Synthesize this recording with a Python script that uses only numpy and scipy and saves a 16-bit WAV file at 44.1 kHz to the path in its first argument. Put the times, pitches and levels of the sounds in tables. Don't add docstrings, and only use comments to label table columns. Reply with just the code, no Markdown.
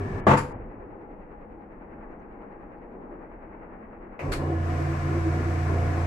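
import sys
import numpy as np
from scipy import signal
from scipy.fft import rfft, irfft, next_fast_len
from scipy.io import wavfile
from scipy.ndimage import uniform_filter1d

SR = 44100
rng = np.random.default_rng(int(sys.argv[2]) if len(sys.argv) > 2 else 0)


def put_to_file(sound):
    columns = np.atleast_2d(sound).T
    safe = np.clip(columns, -1, 1)
    whole_steps = np.round(safe * 32767)
    wavfile.write(sys.argv[1], SR, whole_steps.astype(np.int16))


def amplitude_ratio(level_db):
    exponent = np.asarray(level_db, float) / 20
    return 10 ** exponent


N = 267378

# f/Hz, level per Hz/dB
BELT_COLOUR = [(2800, -4.5), (3500, -7), (4500, -7.5), (5500, -7.5), (6400, -10), (7200, -15),
               (8000, -10.5), (9000, -19), (10000, -21.5), (10800, -19.5), (11800, -25), (13000, -33),
               (14500, -40), (15600, -43)]
GEAR_COLOUR = [(30, 0), (45, -16), (70, -9.5), (105, -6), (190, -8.5), (270, -4), (400, -7.5), (600, -11),
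               (870, -19.5), (1100, -15)]
COASTING_COLOUR = [(30, 5), (60, -11), (105, 11.5), (150, -27.5), (190, -7.5), (270, -11), (390, -5),
                   (520, -18), (650, -13), (870, -19.5), (1100, -18.5), (1700, -29), (2300, -31.5),
                   (3100, -44)]
GRIND_COLOUR = [(800, -5), (950, -1.5), (1200, 3.5), (1700, 0), (2300, -2), (2700, -10), (3100, -31)]
# f/Hz, width/Hz, level against the rumble/dB
TUB_MODES = [(722, 10, -10), (693, 9.7, -14.5), (1019, 63, -12), (1422, 13, -18.5), (1708, 22, -17),
             (515, 31, -14), (259, 22, -14.5), (2210, 28, -33), (2865, 19, -31), (694, 34, -15)]
COASTING_MODES = [(392, 13.5, -10.5), (242, 72, -8.5), (1720, 72, -17), (2230, 29, -26)]
# third shaft order/dB, fifth order/dB, gear rumble/dB, belt hiss/dB
COASTING_LEVELS = (-46, -40, -31.5, -62.5)
# t/s, level/dB
TORQUE = [
    (4.2, -55),
    (4.25, -33),
    (4.38, -42),
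    (4.43, -30),
    (4.62, -26),
    (4.95, -30),
    (5.18, -28.5),
    (5.45, -26),
    (6.06, -26),
]
# t/s, half length/s, level/dB
SURGES = [(4.41, .04, -35.5), (4.54, 0.064, -33.5), (4.72, .05, -39), (4.815, 0.02, -34),
          (4.91, .04, -33.5), (5.08, 0.071, -40), (5.17, 0.045, -34.5), (5.27, 0.029, -27),
          (5.38, 0.037, -35), (5.475, 0.021, -33.5), (5.62, 0.087, -35.5), (5.73, 0.02, -51),
          (5.98, 0.052, -37.5)]

# start t/s, rise/s, rattling/s, t60/s
BRAKE_TIMING = (.2672, .003, .066, .13)
LATCH_TIMING = (.371, .003, .016, .15)
CONTACT_TIMING = (4.191, .002, .012, .07)
STARTER_TIMING = (4.317, .005, .018, .15)
# crash level/dB, share into the cabinet/dB, room tail/dB
BRAKE_LEVELS = (-16.5, -3.5, -11.5)
LATCH_LEVELS = (-31, -43, -11.5)
CONTACT_LEVELS = (-42.5, -12, 1)
STARTER_LEVELS = (-33, -39, -16.5)
# f/Hz, level per Hz/dB
BRAKE_COLOUR = [(60, -39), (130, -0.5), (220, -1), (400, -4.5), (700, -8), (1000, -4), (1400, -12.5),
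                (2000, -17), (3000, -29), (4500, -39.5), (7500, -44.5), (9500, -53), (11500, -56.5),
                (15000, -82)]
LATCH_COLOUR = [(1200, 1.5), (2500, -8.5), (3600, -23), (4300, -19), (4900, -14), (5600, -22),
                (6400, -22.5), (7200, -17.5), (8300, -24.5), (9500, -26.5), (10700, -20.5), (12000, -41),
                (13500, -43), (15300, -62)]
CONTACT_COLOUR = [(500, -0.5), (1100, -12), (1600, -16), (2200, -6.5), (2700, -13), (3300, -36),
                  (4500, -35), (7000, -41), (10000, -48), (15000, -61)]
STARTER_COLOUR = [(900, -10.5), (1350, 0.5), (1800, -5), (2300, -5), (3000, -13.5), (3600, -14), (4400, -8),
                  (5200, -16.5), (6500, -20.5), (8000, -17.5), (9000, -21.5), (10500, -20.5), (12500, -34),
                  (15300, -44)]
# f/Hz, level/dB, t60/s
CABINET_MODES = [(98.5, -3, 0.43), (144, -12.5, 0.44), (215.2, -10, 0.41), (275.7, -17, 0.35),
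                 (423, -18.5, 0.43), (491, -13.5, 0.69), (687, 4, 0.1), (838, -15.5, 0.1), (890, -3, 0.29),
                 (983, -18, 0.47), (1203, -24, 0.61), (1320, -28, 0.66), (1570, -15, 0.56),
                 (1820, -18, 0.35), (2770, -23, 0.4), (3074, -30.5, 0.24)]
# t/s, peak level/dB, signed push length/s
KNOCKS = [
    (.2688, -8, .0008),
    (.2726, -8.5, -.0009),
    (.3096, -12, -.001),
    (.3392, -11, .001),
]
# f/Hz, level per Hz/dB
BOOM_COLOUR = [(60, 0), (100, 4.5), (160, -2), (260, -12)]
# f/Hz, level/dB, t60/s
BRAKE_RINGS = [(392, -20, 0.11), (500, -23, 0.67), (673, -20, .12), (1145, -16, .3), (1650, -21, 0.12)]
CHATTER_RINGS = [(700, -22, 0.13), (915, -26, 0.48)]
LATCH_RINGS = [(1170, -32, .1), (1720, -34, .1), (2170, -40, .08), (4790, -43.5, 0.11), (7000, -42, .1),
               (10600, -46, .12)]
CONTACT_RINGS = [(620, -36, 0.065), (2370, -41, .05)]
# t/s, level/dB, swaying/s, t60/s
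SWAYS = [
    (.26, -38.5, 0.23, 1),
    (4.27, -31.5, .03, .6),
]

# f/Hz, level per Hz/dB
FAN_COLOUR = [(22, 2), (38, 2), (55, -8.5), (90, -11.5), (140, -16.5), (213, -5.5), (315, -5), (476, -7.5),
              (560, -11), (830, -13.5), (1230, -21), (1980, -26), (2700, -38.5), (3300, -56.5)]
# f/Hz, width/Hz, level/dB
DUCT_MODES = [(216, 50, -14.5), (328.7, 18, -14), (486, 22, -15.5), (819, 13, -13)]
# t/s, treble level/dB
FAN_FACING = [
    (0, -1),
    (2.5, -1.5),
    (3.1, 0),
    (4.2, 2.5),
]
# f/Hz, level per Hz/dB
LEAK_COLOUR = [(2600, 0), (3300, -8), (4500, -13), (5200, -22), (9000, -25)]
# t/s, peak level/dB, f/Hz
CREAKS = [
    (2.1181, -79, 5970),
    (2.2019, -75, 5960),
    (2.7816, -76, 4500),
    (4.0248, -81, 4960),
]
# open t/s, shut t/s
GATE = [
    (-.1, .205),
    (.26, .527),
    (4.19, 6.2),
]

# f/Hz, left minus right/dB
MOTOR_SIDE = [(60, -13), (140, -27), (320, -11), (600, -10.5), (1100, 13), (1800, 5.5), (3000, -3.5),
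              (5000, 1.5), (7500, -1), (10500, 1), (14000, -1)]
MOTOR_PAN = [(60, 2), (140, -2), (320, 2.5), (600, -2), (1100, 4.5), (1800, 4.5), (3000, -0.5), (5000, 1.5),
             (7500, 13.5), (10500, -13.5), (14000, -24)]
BLOW_SIDE = [(60, -29), (140, -27), (320, -16), (600, -7), (1100, 5.5), (1800, 7.5), (3000, 1), (5000, -1),
             (7500, 0.5), (10500, 0), (14000, 0)]
BLOW_PAN = [(60, -2.5), (140, 0.5), (320, 3), (600, 2), (1100, 6.5), (1800, 0.5), (3000, 0.5), (5000, 1.8),
            (7500, 13.5), (10500, -12), (14000, -22)]
FAN_SIDE = [(60, -14), (91, -15.5), (140, -20), (210, -15.5), (320, -10.5), (490, -9), (740, -2.5),
            (1130, 2.5), (1710, 2.5), (2600, 3)]
FAN_PAN = [(60, -0.5), (91, -5), (140, 2.5), (210, 1), (320, 2.5), (490, 1.5), (740, 3.5), (1130, 5.5),
           (1710, 2), (2600, 0)]

CUT_S, STOP_S = .2, .265
POWER_S, SPEED_S = 4.2, 4.38
THROB_HZ = 9.96


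def seconds(size=N):
    return np.arange(size) / SR


def ramp(start, rise):
    return np.clip((seconds() - start) / rise, 0, 1)


def over_time(rows):
    return np.interp(seconds(), *np.transpose(rows))


def on_hz(table, hz):
    points = np.array(table)
    return np.interp(np.log(hz + 1), np.log(points[:, 0]), points[:, 1])


def unit(x):
    return x / np.sqrt(np.mean(x ** 2))


def walk(rate):
    k = int(SR / rate)
    steps = np.repeat(rng.standard_normal(N // k + 1), k)
    return 0.92 * uniform_filter1d(uniform_filter1d(steps, k), k)[:N]


def noise(colour, side, pan, flicker_db=0., rate=12, throb_db=0., throb_hz=1e5, size=N):
    n = next_fast_len(size)
    hz = np.arange(n // 2 + 1) * SR / n
    mid, other = rfft(rng.standard_normal((2, n)))
    other = other * amplitude_ratio(np.minimum(on_hz(side, hz), 0))
    lean = amplitude_ratio(on_hz(pan, hz) / 2)
    inside = (hz > .7 * colour[0][0]) * (hz < 1.03 * colour[-1][0])
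    gain = amplitude_ratio(on_hz(colour, hz)) * inside
    both = gain * np.array([(mid + other) * lean, (mid - other) / lean])
    if flicker_db == 0:
        return unit(irfft(both, n)[:, :size])
    out = 0
    for centre in 25 * 4. ** np.arange(6):
        share = np.clip(1 - np.abs(np.log(hz / centre + 1e-9) / np.log(4)), 0, 1)
        level_db = flicker_db * walk(rate) + throb_db * min(centre / throb_hz, 1)
        out = out + irfft(both * share, n)[:, :size] * amplitude_ratio(level_db)
    return unit(out)


def ring(x, hz, t60):
    pole = np.exp(2j * np.pi * hz / SR - np.log(1000) / (t60 * SR))
    return signal.lfilter([1], [1, -pole], x).imag


def resonate(shake, modes):
    return sum(amplitude_ratio(db) * unit(ring(shake, hz, np.log(1000) / np.pi / width)) for hz, width, db in modes)


def shaken(modes, size):
    return resonate(noise([(20, 0), (4000, 0)], MOTOR_SIDE, MOTOR_PAN, size=size), modes)


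def motor(levels, shaft_hz, rumble, belt):
    on, third_db, fifth_db, rumble_db, belt_db = levels
    turn = 2 * np.pi * shaft_hz * seconds() + 0.028 * walk(4.4)
    low = np.sin(3 * turn) + amplitude_ratio(-26) * np.sin(turn)
    low = low + amplitude_ratio(-22 + 1.5 * walk(17)) * np.sin(2 * turn)
    low = low + amplitude_ratio(-15.5 + 2.5 * walk(3.74)) * np.sin(2 * np.pi * 119 * seconds())
    hum = amplitude_ratio(third_db + 1.4 * walk(15)) * low
    hum = hum + amplitude_ratio(fifth_db + 4.1 * walk(15)) * np.sin(5 * turn)
    hum = np.sqrt(2) * hum * amplitude_ratio(np.array([[-.8], [.8]]))
    return on * (hum + amplitude_ratio(rumble_db) * rumble + amplitude_ratio(belt_db) * belt)


def spinning():
    t = seconds()
    start_db = -15 * (1 - ramp(POWER_S, .034))
    jolt_db = 4 * np.exp(-((t - 4.245) / .034) ** 2)
    clutch_s = 4.577
    slip = 1 - ramp(clutch_s, .13)
    fifth_db = -35 + start_db + jolt_db - 4 * slip
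    belt_db = -54.5 - 6 * slip + 1.04 * np.maximum(t - clutch_s, 0)
    return ramp(POWER_S, .011), over_time(TORQUE), fifth_db, -35 + start_db, belt_db


def coasting():
    fade_db_per_s, length = -130, STOP_S - CUT_S
    fade = fade_db_per_s * length * ramp(CUT_S, length)
    return [1 - ramp(STOP_S, .01)] + [db + fade for db in COASTING_LEVELS]


def gears():
    out = noise(GEAR_COLOUR, MOTOR_SIDE, MOTOR_PAN, flicker_db=4.5)
    a = int(SPEED_S * SR)
    out[:, a:] += shaken(TUB_MODES, N - a)
    return out


def drone():
    t = seconds()
    surge = amplitude_ratio(-56) * ramp(SPEED_S, .02)
    surge = surge + sum(amplitude_ratio(db) * np.exp(-((t - s) / half) ** 2) for s, half, db in SURGES)
    phase = 2 * np.pi * 329.8 * t + .8 * walk(30) + 0.57 * np.array([walk(7.7), walk(11)])
    return surge * np.sqrt(2) * amplitude_ratio(2.2 * walk(25.04)) * np.sin(phase)


def blow(timing, levels_db, colour):
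    start, rise, hold, t60 = timing
    db, panels_db, room_db = levels_db
    a, size, room_t60 = int(start * SR), SR // 2, .5
    t = seconds(size)
    push = np.clip(t / rise, 0, 1) * amplitude_ratio(1.2 * walk(200)[:size])
    crash = noise(colour, BLOW_SIDE, BLOW_PAN, size=size)
    after = np.maximum(t - rise - hold, 0)
    tail = 1000. ** (-after / t60) + amplitude_ratio(room_db) * 1000. ** (-after / room_t60)
    drive = crash * push * (t < rise + hold) * np.exp(-t / hold)
    panels = sum(amplitude_ratio(g) * ring(drive, hz, d) / np.sqrt(hz) for hz, g, d in CABINET_MODES)
    panels = panels / np.sqrt(np.mean(panels[:, :size // 5] ** 2))
    out = np.zeros((2, N))
    out[:, a:a + size] = amplitude_ratio(db) * (crash * push * tail + amplitude_ratio(panels_db) * panels)
    return out


def knocks():
    t = seconds()
    hits = 0
    for s, db, push in KNOCKS:
        v = np.clip((t - s) / push, -9, 9)
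        hits = hits + amplitude_ratio(db) * np.sin(-np.pi * v) * np.exp(-v ** 2)
    after = t - KNOCKS[0][0]
    boom = amplitude_ratio(-34) * (after > 0) * 1000. ** (-np.abs(after) / 1.76)
    return hits * amplitude_ratio(np.array([[1.5], [-1.5]])) + boom * noise(BOOM_COLOUR, BLOW_SIDE, BLOW_PAN)


def rings():
    out, size = np.zeros((2, N)), SR // 2
    strikes = ((BRAKE_TIMING[0], BRAKE_RINGS), (.31, CHATTER_RINGS),
               (LATCH_TIMING[0], LATCH_RINGS), (CONTACT_TIMING[0], CONTACT_RINGS))
    for start, parts in strikes:
        a = int(start * SR)
        for hz, db, t60 in parts:
            rattle = rng.standard_normal((2, size)) * np.exp(-seconds(size) / .0061)
            stereo = rattle[0] + .6 * rattle[1] * np.array([[1], [-1]])
            sound = ring(stereo, hz, t60)
            out[:, a:a + size] += amplitude_ratio(db) * sound / np.abs(sound).max()
    return out


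def rocking():
    t = seconds()
    sway = noise([(20, -17.0), (35, 9.0), (75, -10.5)], BLOW_SIDE, BLOW_PAN)
    level = 0
    for s, db, hold, t60 in SWAYS:
        level = level + amplitude_ratio(db) * ramp(s, .02) * 1000. ** (-np.maximum(t - s - hold, 0) / t60)
    return sway * level


def fan():
    throb = 3.6 * np.sin(2 * np.pi * (THROB_HZ * seconds() + 0.033 * walk(0.98)))
    air = noise(FAN_COLOUR, FAN_SIDE, FAN_PAN, flicker_db=2.17, rate=5.53,
                throb_db=throb + over_time(FAN_FACING), throb_hz=2530.0)
    shake = noise([(20, 0), (4000, 0)], FAN_SIDE, FAN_PAN)
    return amplitude_ratio(-46 + fan_swell()) * (air + resonate(shake, DUCT_MODES))


def fan_swell():
    t = seconds()
    peak_s = .54
    wake = 6 * np.minimum(t / peak_s, np.exp((peak_s - t) / .18))
    return 2.06 + wake - 11.5 * np.maximum(t - POWER_S, 0)


def leak():
    t = seconds()
    crest = np.maximum(np.sin(2 * np.pi * (THROB_HZ * t + .1)), 0) ** 2
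    creaks = 0
    for s, db, hz in CREAKS:
        creaks = creaks + amplitude_ratio(db) * np.exp(-((t - s) / .0006) ** 2) * np.sin(2 * np.pi * hz * (t - s))
    level = amplitude_ratio(-92 + 6 * crest * (2 + .25 * walk(4)))
    return level * noise(LEAK_COLOUR, FAN_SIDE, FAN_PAN) + creaks


def scene():
    belt = noise(BELT_COLOUR, MOTOR_SIDE, MOTOR_PAN)
    loaded_belt = belt + amplitude_ratio(12.5) * noise(GRIND_COLOUR, MOTOR_SIDE, MOTOR_PAN)
    idle = noise(COASTING_COLOUR, BLOW_SIDE, BLOW_PAN) * amplitude_ratio(0.93 * walk(36.0))
    idle = idle + shaken(COASTING_MODES, N)
    running_down = motor(coasting(), 29.2, idle, belt)
    starting = motor(spinning(), 28.74, gears(), loaded_belt)
    blows = blow(BRAKE_TIMING, BRAKE_LEVELS, BRAKE_COLOUR) + knocks()
    blows = blows + blow(LATCH_TIMING, LATCH_LEVELS, LATCH_COLOUR)
    blows = blows + blow(CONTACT_TIMING, CONTACT_LEVELS, CONTACT_COLOUR)
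    blows = blows + blow(STARTER_TIMING, STARTER_LEVELS, STARTER_COLOUR)
    return running_down + starting + drone() + blows + rings() + rocking() + fan()


def roll_off(x):
    return signal.sosfilt(signal.butter(12, 15750, fs=SR, output="sos"), x)


def record(dry):
    t = seconds()
    gate = uniform_filter1d(sum(1. * (t > a) * (t < b) for a, b in GATE), 300)
    high_pass = signal.butter(6, 3300, "high", fs=SR, output="sos")
    treble = signal.sosfiltfilt(high_pass, dry)
    hiss = amplitude_ratio(-91) * rng.standard_normal((2, N))
    mix = dry - (1 - gate) * treble + hiss + leak()
    return roll_off(mix)


dry = scene()
out = record(dry)
put_to_file(out)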